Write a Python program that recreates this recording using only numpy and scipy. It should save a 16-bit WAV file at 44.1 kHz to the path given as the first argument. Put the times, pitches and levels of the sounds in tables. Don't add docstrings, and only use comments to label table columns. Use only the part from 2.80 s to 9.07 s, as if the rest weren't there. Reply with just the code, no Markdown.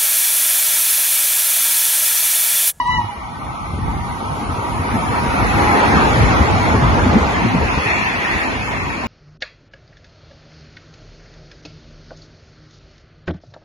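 import sys
import numpy as np
from scipy import signal
from scipy.fft import rfft, irfft, next_fast_len
from scipy.io import wavfile
from scipy.ndimage import uniform_filter1d, map_coordinates

SR = 44100
rng = np.random.default_rng(int(sys.argv[2]) if len(sys.argv) > 2 else 0)


def wrap_up_sound(samples):
    columns = np.atleast_2d(samples).T
    tamed = np.clip(columns, -1, 1)
    steps = np.round(tamed * 32767).astype(np.int16)
    wavfile.write(sys.argv[1], SR, steps)


def to_linear_factor(level_db):
    exponent = np.asarray(level_db, float) / 20
    return 10 ** exponent


N = 276507


def unit(x):
    return x / np.sqrt(np.mean(x ** 2) + 1e-20)


def along(points, hz):
    f, v = np.transpose(points)
    return np.interp(np.log(hz + 1), np.log(f + 1), v)


def curves(rows):
    s, *cols = np.transpose(rows)
    return [np.interp(np.arange(N) / SR, s, c) for c in cols]


def bumps(times_s, sizes, half_s):
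    t = np.arange(0, N / SR + .01, .002)
    bells = np.exp(-((t - times_s[:, None]) / half_s) ** 2)
    return np.interp(np.arange(N) / SR, t, sizes @ bells)


def wobble(rate_hz, count=N):
    at = np.arange(0, count + 8, 8)
    knots = rng.standard_normal(int(N * rate_hz / SR) + 4)
    return np.interp(np.arange(count), at, map_coordinates(knots, [at * rate_hz / SR]))


def filtered(x, response):
    m = next_fast_len(N + SR // 2)
    return irfft(rfft(x, m) * response(np.fft.rfftfreq(m, 1 / SR)), m)[..., :N]


def coloured(points):
    below, above = (points[0][0] / 2, -120), (points[-1][0] * 2, -120)
    return lambda hz: to_linear_factor(along([below] + list(points) + [above], hz))


def resonant(modes):
    return lambda hz: np.sqrt(sum(to_linear_factor(2 * db) / (1 + ((hz - centre) / (width / 2)) ** 2) ** 2
                                  for centre, width, db in modes))


def passing(at_s, reach_s):
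    return -10 * np.log10(1 + ((np.arange(N) / SR - at_s) / reach_s) ** 2)


def together(a_db, b_db):
    return 10 * np.log10(to_linear_factor(2 * a_db) + to_linear_factor(2 * b_db))


# (frequency [Hz], left-right correlation [-1..1])
PORT_LIKENESS = [(60, .63), (300, .6), (600, .4), (1800, .52), (2400, .15), (3200, .3), (5500, .2),
                 (7000, .05)]
# (frequency [Hz], left lead [rad])
PORT_LEAD = [(300, 0), (700, -1.2), (1200, -1.6), (1800, -2.9), (3000, -5.5), (6000, -6.3)]
# (frequency [Hz], left minus right [dB])
PORT_LEAN = [(1500, 0), (2200, 1.5), (3500, 0), (5600, -2.5), (6400, 0)]


def rush(gain, patchy_db):
    z = signal.stft(rng.standard_normal((2, N)).astype(np.float32), nperseg=1024)[2]
    field = uniform_filter1d(rng.standard_normal(z.shape[1:]), size=4, axis=0)
    field = uniform_filter1d(field, size=6, axis=1)
    patches = to_linear_factor(patchy_db * unit(field)).astype(np.float32)
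    pair = signal.istft(z * patches, nperseg=1024)[1][:, :N]
    m = next_fast_len(N + SR // 2)
    hz = np.fft.rfftfreq(m, 1 / SR)
    turn = np.arccos(np.clip(along(PORT_LIKENESS, hz), -1, 1)) / 2
    mid, side = rfft(pair, m) * gain(hz) * [np.cos(turn), np.sin(turn)]
    port = to_linear_factor(along(PORT_LEAN, hz) / 2) * np.exp(.5j * along(PORT_LEAD, hz))
    both = irfft(np.array([(mid + side) * port, (mid - side) / port]), m)[:, :N]
    return both / np.sqrt(np.mean(both.mean(axis=0) ** 2))


# (time [s], pitch [Hz], fundamental [dB], overblow [dB])
BRIGHT_PIPE = [(0, 987, -15.5, -2), (.04, 951, -30, -17.5), (.065, 971.5, -22, -12), (.1, 985, -17.5, -6),
               (.15, 990.3, -23.5, 0.5), (.175, 982, -25, -2.5), (.195, 962, -17.5, -11.5),
               (.23, 954, -28.5, -20), (.3, 947, -42, -36)]
# (level at full overblow [dB], growth with overblow [dB/dB], lag [s])
OVERTONES = [(-21.5, 1.06, -0.0042), (-30, 1.04, 0.0015), (-38.5, 0.81, -0.0097)]
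# (partial number, level beside the fourth [dB])
HIGH_PARTIALS = [(5, -13), (6, -9), (7, -16), (8, -7.5)]
PARTIAL_LEAD_RAD = [1, -7, 4.5, 1.5, -3, -2.5, -5, 18]
# (time [s], pitch [Hz], level [dB])
LOW_PIPE = [(0, 850, -39), (.07, 845, -33), (.13, 905, -21.5), (.18, 862, -21.5), (.22, 850, -32),
            (.3, 825, -22), (.35, 820, -11), (.4, 830, -47)]


def whistle():
    n = SR // 2
    t = np.arange(n) / SR
    hz, first_db, blow_db = np.array(curves(BRIGHT_PIPE))[:, :n]
    dbs = [first_db]
    dbs += [db + growth * np.interp(t - lag_s, t, blow_db) for db, growth, lag_s in OVERTONES]
    dbs += [blow_db - 38.5 + db for _, db in HIGH_PARTIALS]
    turns = 2 * np.pi * np.cumsum(hz + 5.4 * wobble(70, count=n)) / SR
    out = 0
    for k, (db, lead) in enumerate(zip(dbs, PARTIAL_LEAD_RAD)):
        level = to_linear_factor(db + 4.5 + 0.8 * wobble(40.4, count=n))
        breath = 1 + .3 * wobble(300, count=n)
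        out = out + level * breath * np.sin((k + 1) * turns + np.array([[.5], [-.5]]) * lead)
    low_hz, low_db = np.array(curves(LOW_PIPE))[:, :n]
    low_level = to_linear_factor(low_db - 3.5 + 1.3 * wobble(39.4, count=n))
    low_turns = 2 * np.pi * np.cumsum(low_hz + 8 * wobble(49.3, count=n)) / SR
    out = out + low_level * np.sin(low_turns + np.array([[.4], [-.4]]))
    valve = np.clip((.36 - t) / .1, 0, 1)
    return np.pad(out * valve, ((0, 0), (0, N - n)))


# (frequency [Hz], density [dB/Hz])
AIR_COLOUR = [(2300, -30), (2700, -6.5), (3800, -3), (5500, -1.5), (7000, -9), (7600, -24)]


def air():
    full_blow_db, growth = -42, .45
    blow_db = curves(BRIGHT_PIPE)[2]
    low_hz = curves(LOW_PIPE)[0]
    turns = 2 * np.pi * np.cumsum(low_hz + 22 * wobble(90)) / SR
    third = to_linear_factor(blow_db - 39) * (1 + .6 * wobble(120)) * np.sin(3 * turns)
    escape = to_linear_factor(full_blow_db + growth * blow_db) * rush(coloured(AIR_COLOUR), patchy_db=-1.0)
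    valve = np.clip((.4 - np.arange(N) / SR) / .1, 0, 1)
    return valve * (third + escape)


# (frequency [Hz], T60 [s])
HOUSE_T60 = [(800, 0.59), (1300, 0.8), (2000, 0.17), (2900, 0.8), (5000, 0.2)]


def echo(x):
    hz, t, z = signal.stft(rng.standard_normal((2, SR)), SR, nperseg=256)
    decay = to_linear_factor(-60 * t / along(HOUSE_T60, hz)[:, None])
    tail = signal.istft(z * decay, SR, nperseg=256)[1]
    tail = tail / np.linalg.norm(tail, axis=1, keepdims=True)
    return signal.oaconvolve(x, tail, axes=1)[:, :N]


# (time [s], level [dB])
WIND_STRENGTH = [(0, -37), (.2, -31), (.4, -41.5), (.6, -32.5), (.78, -34), (.95, -27), (1.5, -29),
                 (2.05, -27), (2.4, -22.5), (2.9, -21.5), (3.2, -22), (3.45, -17), (3.7, -20),
                 (4.05, -17.5), (4.4, -22.5), (4.95, -24), (5.1, -32), (6.27, -29.5)]
# (time [s], buffet change [dB], flutter change [dB])
GUSTS = [(.1, 6.5, 4), (.26, -1, -7), (.56, 3, 1.5), (1.08, 8, 4.5), (2.02, -8, 6), (2.16, -1, 7),
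         (3.0, -11, -6), (3.16, 3, 8.5), (3.42, 6, 3), (3.56, -3, -2), (3.67, -6, -4), (4.09, -4, -4),
         (3.1, -3, 2), (2.75, 3, 3), (5.2, 0, 5), (3.84, -4, 3), (4.36, 10, 16), (4.651, 1, 12.5),
         (4.74, -3, 9), (5.03, -8, -18), (5.56, 4, 5)]
# (frequency [Hz], density [dB/Hz])
BUFFET_COLOUR = [(12, -46.5), (20, -43), (47, 2.5), (92, 4.5), (170, -4), (220, -48), (370, -120)]
# (frequency [Hz], density [dB/Hz])
FLUTTER_COLOUR = [(90, -22.5), (150, -1.5), (240, 0), (330, -8), (500, -35), (900, -59)]


def wind():
    gust_half_s, flutter_db, flutter_growth = 0.028, -30, 0.79
    dip_share, dip_half_s = .7, .022
    strength_db, = curves(WIND_STRENGTH)
    s, *swells_db = np.transpose(GUSTS)
    buffet_swell_db, flutter_swell_db = [bumps(s, db, gust_half_s) for db in swells_db]
    bursts_s = np.transpose(EDDIES)[0] + .012
    left = np.clip(1 - bumps(bursts_s, np.full(len(EDDIES), dip_share), dip_half_s), .2, 1)
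    buffet_db = strength_db + buffet_swell_db
    flutter_db = flutter_db + flutter_growth * (strength_db - strength_db.mean()) + flutter_swell_db
    lumps = wobble(13)
    slow = unit(to_linear_factor(1.4 * lumps) * rush(coloured(BUFFET_COLOUR), patchy_db=1.6))
    fast = unit(to_linear_factor(0.77 * lumps + 0.66 * wobble(32)) * rush(coloured(FLUTTER_COLOUR), patchy_db=1.5))
    return left * to_linear_factor(buffet_db + 1.5) * slow + to_linear_factor(flutter_db - 0.5) * fast


# (time [s], locomotives [dB], rolling wheels [dB])
TRAIN_LEVELS = [(0, -50, -38.5), (.6, -47, -40.5), (1.0, -42.5, -39), (1.5, -35.5, -37.5),
                (1.9, -33.5, -36), (2.4, -26, -32), (2.8, -23.5, -25.5), (3.2, -18.5, -26),
                (3.45, -21.5, -24), (4.0, -23, -29), (4.4, -22.5, -29), (4.6, -30.5, -26.5),
                (4.8, -26.5, -31), (5.1, -29, -23), (5.4, -30.5, -26.5), (5.6, -30, -26),
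                (5.85, -31.5, -30.5), (6.27, -32.5, -32)]
# (time [s], narrow-mode share [0-1])
RAIL_SINGS = [(2.0, 0.63), (3.7, 0), (4.5, 0.07)]
# (frequency [Hz], width [Hz], level [dB])
RAIL_MODES = [(642, 40, -9.5), (820, 130, -2), (896, 17, 3.5), (952, 27, 2), (1058, 45, -2),
              (1173, 110, -0.5), (1298, 99, -2), (1518, 24, -6)]
# (frequency [Hz], width [Hz], level [dB])
RAIL_BODY = [(888, 420, -10), (1220, 290, -22.5)]
# (frequency [Hz], density [dB/Hz])
ROAR_COLOUR = [(120, -33), (200, 2), (400, -1), (560, -4.5), (800, -0.5), (1600, -6.5), (3000, -27.5),
               (5000, -36.5)]
# (frequency [Hz], width [Hz], level [dB])
WHEEL_MODES = [(1567, 590, -5.5), (1857, 350, 4), (2205, 660, 0), (2450, 380, -6), (2654, 210, -5.5),
               (3385, 610, -11.5), (4170, 580, -15)]


def train():
    roar_db, wheels_db = curves(TRAIN_LEVELS)
    axles_db = -23 + passing(at_s=3.17, reach_s=1.166)
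    rails_db = together(axles_db, wheels_db - 2.5)
    sings = np.clip(curves(RAIL_SINGS)[0], 0, 1)
    uneven_db = .6 * wobble(9) + .7 * np.array([wobble(14), wobble(11), wobble(16)])
    ring = np.sqrt(sings) * rush(resonant(RAIL_MODES), patchy_db=1.5)
    ring = ring + np.sqrt(1 - sings) * rush(resonant(RAIL_BODY), patchy_db=4.0)
    rails = to_linear_factor(rails_db - 2.0 + uneven_db[0]) * ring
    roar = to_linear_factor(roar_db + 3.5 + uneven_db[1]) * rush(coloured(ROAR_COLOUR), patchy_db=2.06)
    wheels = to_linear_factor(wheels_db - 0.5 + uneven_db[2]) * rush(resonant(WHEEL_MODES), patchy_db=2.07)
    return rails + roar + wheels


# (frequency [Hz], density [dB/Hz])
SHEAR_COLOUR = [(2500, 7), (3300, -1.5), (4400, -2.5), (5200, -4.5), (7000, -6), (8500, -9)]
# (frequency [Hz], density [dB/Hz])
SIZZLE_COLOUR = [(7000, -31), (8500, -2.5), (10200, 2), (11300, -2), (11900, -6.5), (12100, -55)]
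# (time [s], level [dB])
WIRE_LEVEL = [(0, -67), (1.5, -56.5), (2.6, -58), (3, -75)]
# (frequency [Hz], width [Hz], level [dB])
WIRE_MODE = [(9525, 60, 0)]


def hiss():
    roar_db, wheels_db = curves(TRAIN_LEVELS)
    shear_db = -20.5 + 0.31 * roar_db + 0.54 * wheels_db
    collector_db = -44.5 + passing(at_s=2.83, reach_s=0.55)
    sizzle_db = together(collector_db, wheels_db - 27)
    flicker_db = 0.28 * wobble(16)
    shear = to_linear_factor(shear_db + 8.5 + flicker_db) * rush(coloured(SHEAR_COLOUR), patchy_db=1.3)
    sizzle_level = to_linear_factor(sizzle_db + 2.5 + flicker_db + 0.98 * wobble(12))
    sizzle = sizzle_level * rush(coloured(SIZZLE_COLOUR), patchy_db=1.5)
    wire = to_linear_factor(curves(WIRE_LEVEL)[0]) * rush(resonant(WIRE_MODE), patchy_db=2.0)
    return shear + sizzle + wire


# (time [s], peak [dB], pitch [Hz], jab share [0-1])
EDDIES = [(0.236, -16.5, 100, 0.34), (0.372, -22, 67.3, 0.28), (0.763, -37, 89.6, 0.91),
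          (0.931, -12.5, 79, 0.31), (0.975, -14.5, 73.8, 0.6), (1.07, -13.5, 51.1, 0.5),
          (1.416, -24, 233, 1), (1.686, -15, 88, 0.51), (1.779, -15, 105, 0.48), (1.993, -10.5, 87.5, 0.43),
          (3.376, -9.5, 115, 0.38), (3.602, -2, 76, 0.3), (3.912, -10, 85, 0.42), (3.965, -9, 80, 0.37),
          (4.289, -6.5, 74, 0.57), (3.938, -6.5, 104, 0.77), (4.019, -6.5, 127, 0.24), (4.257, -9, 88, 1),
          (4.354, -11.5, 214, 1), (4.412, -8.5, 75, 0.46), (4.653, -9, 112, 0.65), (4.742, -8, 170, 0.9),
          (3.495, -7.5, 100, 0.36), (4.97, -10.5, 71.6, 0.89), (5.056, -17.5, 114, 0.96)]


def pops():
    out = np.zeros((2, N + SR))
    t = np.arange(SR // 15) / SR
    for (s, db, hz, share), (a, b, pan) in zip(EDDIES, rng.random((len(EDDIES), 3))):
        envelope = t / .011 * np.exp(1 - t / .011)
        swing = envelope * -np.cos(2 * np.pi * (hz * (t - .009) + .15 * (a - .5)))
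        jabs = sum(np.exp(-((t - at_s) / .0008) ** 2) for at_s in (.008, .012 + .003 * b))
        level = to_linear_factor(db - 2.0 + np.array([[4], [-4]]) * (pan - .5))
        start = round(s * SR)
        out[:, start:start + len(t)] += level * (swing - 2.1 * share * jabs)
    return filtered(out[:, :N], lambda hz: hz ** 2 / (hz ** 2 + 45 ** 2))


# (time [s], level [dB])
GEAR_LEVEL = [(.9, -82), (1.25, -29), (1.55, -40), (1.9, -31), (2.25, -37), (2.47, -25), (2.64, -37),
              (2.8, -20.5), (3.3, -34)]


def gears():
    own_hz, speed_m_s, level_s, sweep_s = 888, 26, 2.64, .045
    t = np.arange(N) / SR
    past_s = t - level_s
    hz = own_hz * (1 - speed_m_s / 343 * past_s / np.hypot(past_s, sweep_s))
    turns = 2 * np.pi * np.cumsum(hz + 8 * (950 / hz) ** 7 * wobble(30)) / SR
    heard = np.abs(t - 2.1) < 1.2
    level = to_linear_factor(curves(GEAR_LEVEL)[0] + 2.5 + 2.8 * wobble(29))
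    return heard * level * np.sin(turns + np.array([[-.6], [.6]]))


# (frequency [Hz], width [Hz], level [dB])
WAGON_MODES = [(1905, 300, -2), (2503, 350, 3), (2755, 340, -4.5)]


def wagons():
    first_s, beside_wheels_db = 4.36, -6
    here = np.clip((np.arange(N) / SR - first_s) / 0.39, 0, 1)
    level = to_linear_factor(curves(TRAIN_LEVELS)[1] + beside_wheels_db + 0.97 * wobble(13))
    return here * level * rush(resonant(WAGON_MODES), patchy_db=2.0)


# (time [s], share [0-1])
GROUND_SHARE = [(1.5, .99), (2.4, 0.12), (3.2, 0.06), (3.45, 0.57), (4.5, 0.3), (5.0, .1)]
# (frequency [Hz], half width [Hz], depth [0-1])
GROUND_DIPS = [(1740, 170, 0.49), (2590, 250, 0.53)]


def grazing(x):
    def dips(hz):
        return sum(np.clip(depth, 0, 1) * np.exp(-((hz - centre) / half) ** 2)
                   for centre, half, depth in GROUND_DIPS)
    share = np.clip(curves(GROUND_SHARE)[0], 0, 1)
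    return x - share * filtered(x, dips)


def scene():
    blast = whistle()
    houses = to_linear_factor(-10.5) * echo(blast)
    rolling = grazing(train() + gears() + hiss())
    return blast + air() + houses + wind() + rolling + pops() + wagons()


def starved(x, spare, chance_db, thin_db):
    hz, _, z = signal.stft(x, SR, nperseg=2048)
    band = (np.arcsinh(hz / 1500) * 19).astype(int)
    count = np.bincount(band)
    power = np.add.reduceat(np.abs(z) ** 2, np.cumsum(count) - count, axis=0) / count[:, None]
    power = np.abs(uniform_filter1d(power, size=3, axis=1)) + 1e-20
    near = np.abs(uniform_filter1d(power, size=9, axis=0))
    near = np.pad(near, ((2, 0), (0, 0)), mode="edge")[:-2] + 1e-20
    luck_db = chance_db * unit(uniform_filter1d(rng.standard_normal(power.shape), size=2, axis=1))
    spare_db = sum(along(part, hz) for part in spare)[:, None]
    kept = (10 * np.log10(power / near) + luck_db)[band] > -spare_db
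    strong = np.abs(z) > to_linear_factor(thin_db) * np.sqrt(power[band])
    bass = (hz < 600)[:, None]
    return signal.istft(z * ((kept & strong) | bass), SR, nperseg=2048)[1][:N]


def roll_off(x):
    return signal.sosfilt(signal.butter(12, 12120, fs=SR, output="sos"), x)


# (frequency [Hz], depth [dB])
MID_SPARE = [(1450, 17), (1750, 6.5), (3000, 8), (4500, 5), (6500, 6.5), (7300, 3), (11300, 8), (12000, 4)]
# (frequency [Hz], depth change [dB])
DEAF_GAP = [(7250, 0), (7700, -12), (9100, -15.5), (9500, 0)]
# (frequency [Hz], depth [dB])
SIDE_SPARE = [(900, 10.5), (2000, 3.5), (3000, 9), (5700, 8.5), (6800, -2.5), (9500, 7), (10100, -0.5),
              (10600, -30)]


def record(dry):
    x = dry / (1 + np.abs(dry / .88) ** 6) ** (1 / 6)
    mid = starved((x[0] + x[1]) / 2, [MID_SPARE, DEAF_GAP], chance_db=4.0, thin_db=-3.5)
    side = starved((x[0] - x[1]) / 2, [SIDE_SPARE], chance_db=3.0, thin_db=-3.0)
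    return roll_off(np.array([mid + side, mid - side]))


dry = scene()
out = record(dry)
wrap_up_sound(out)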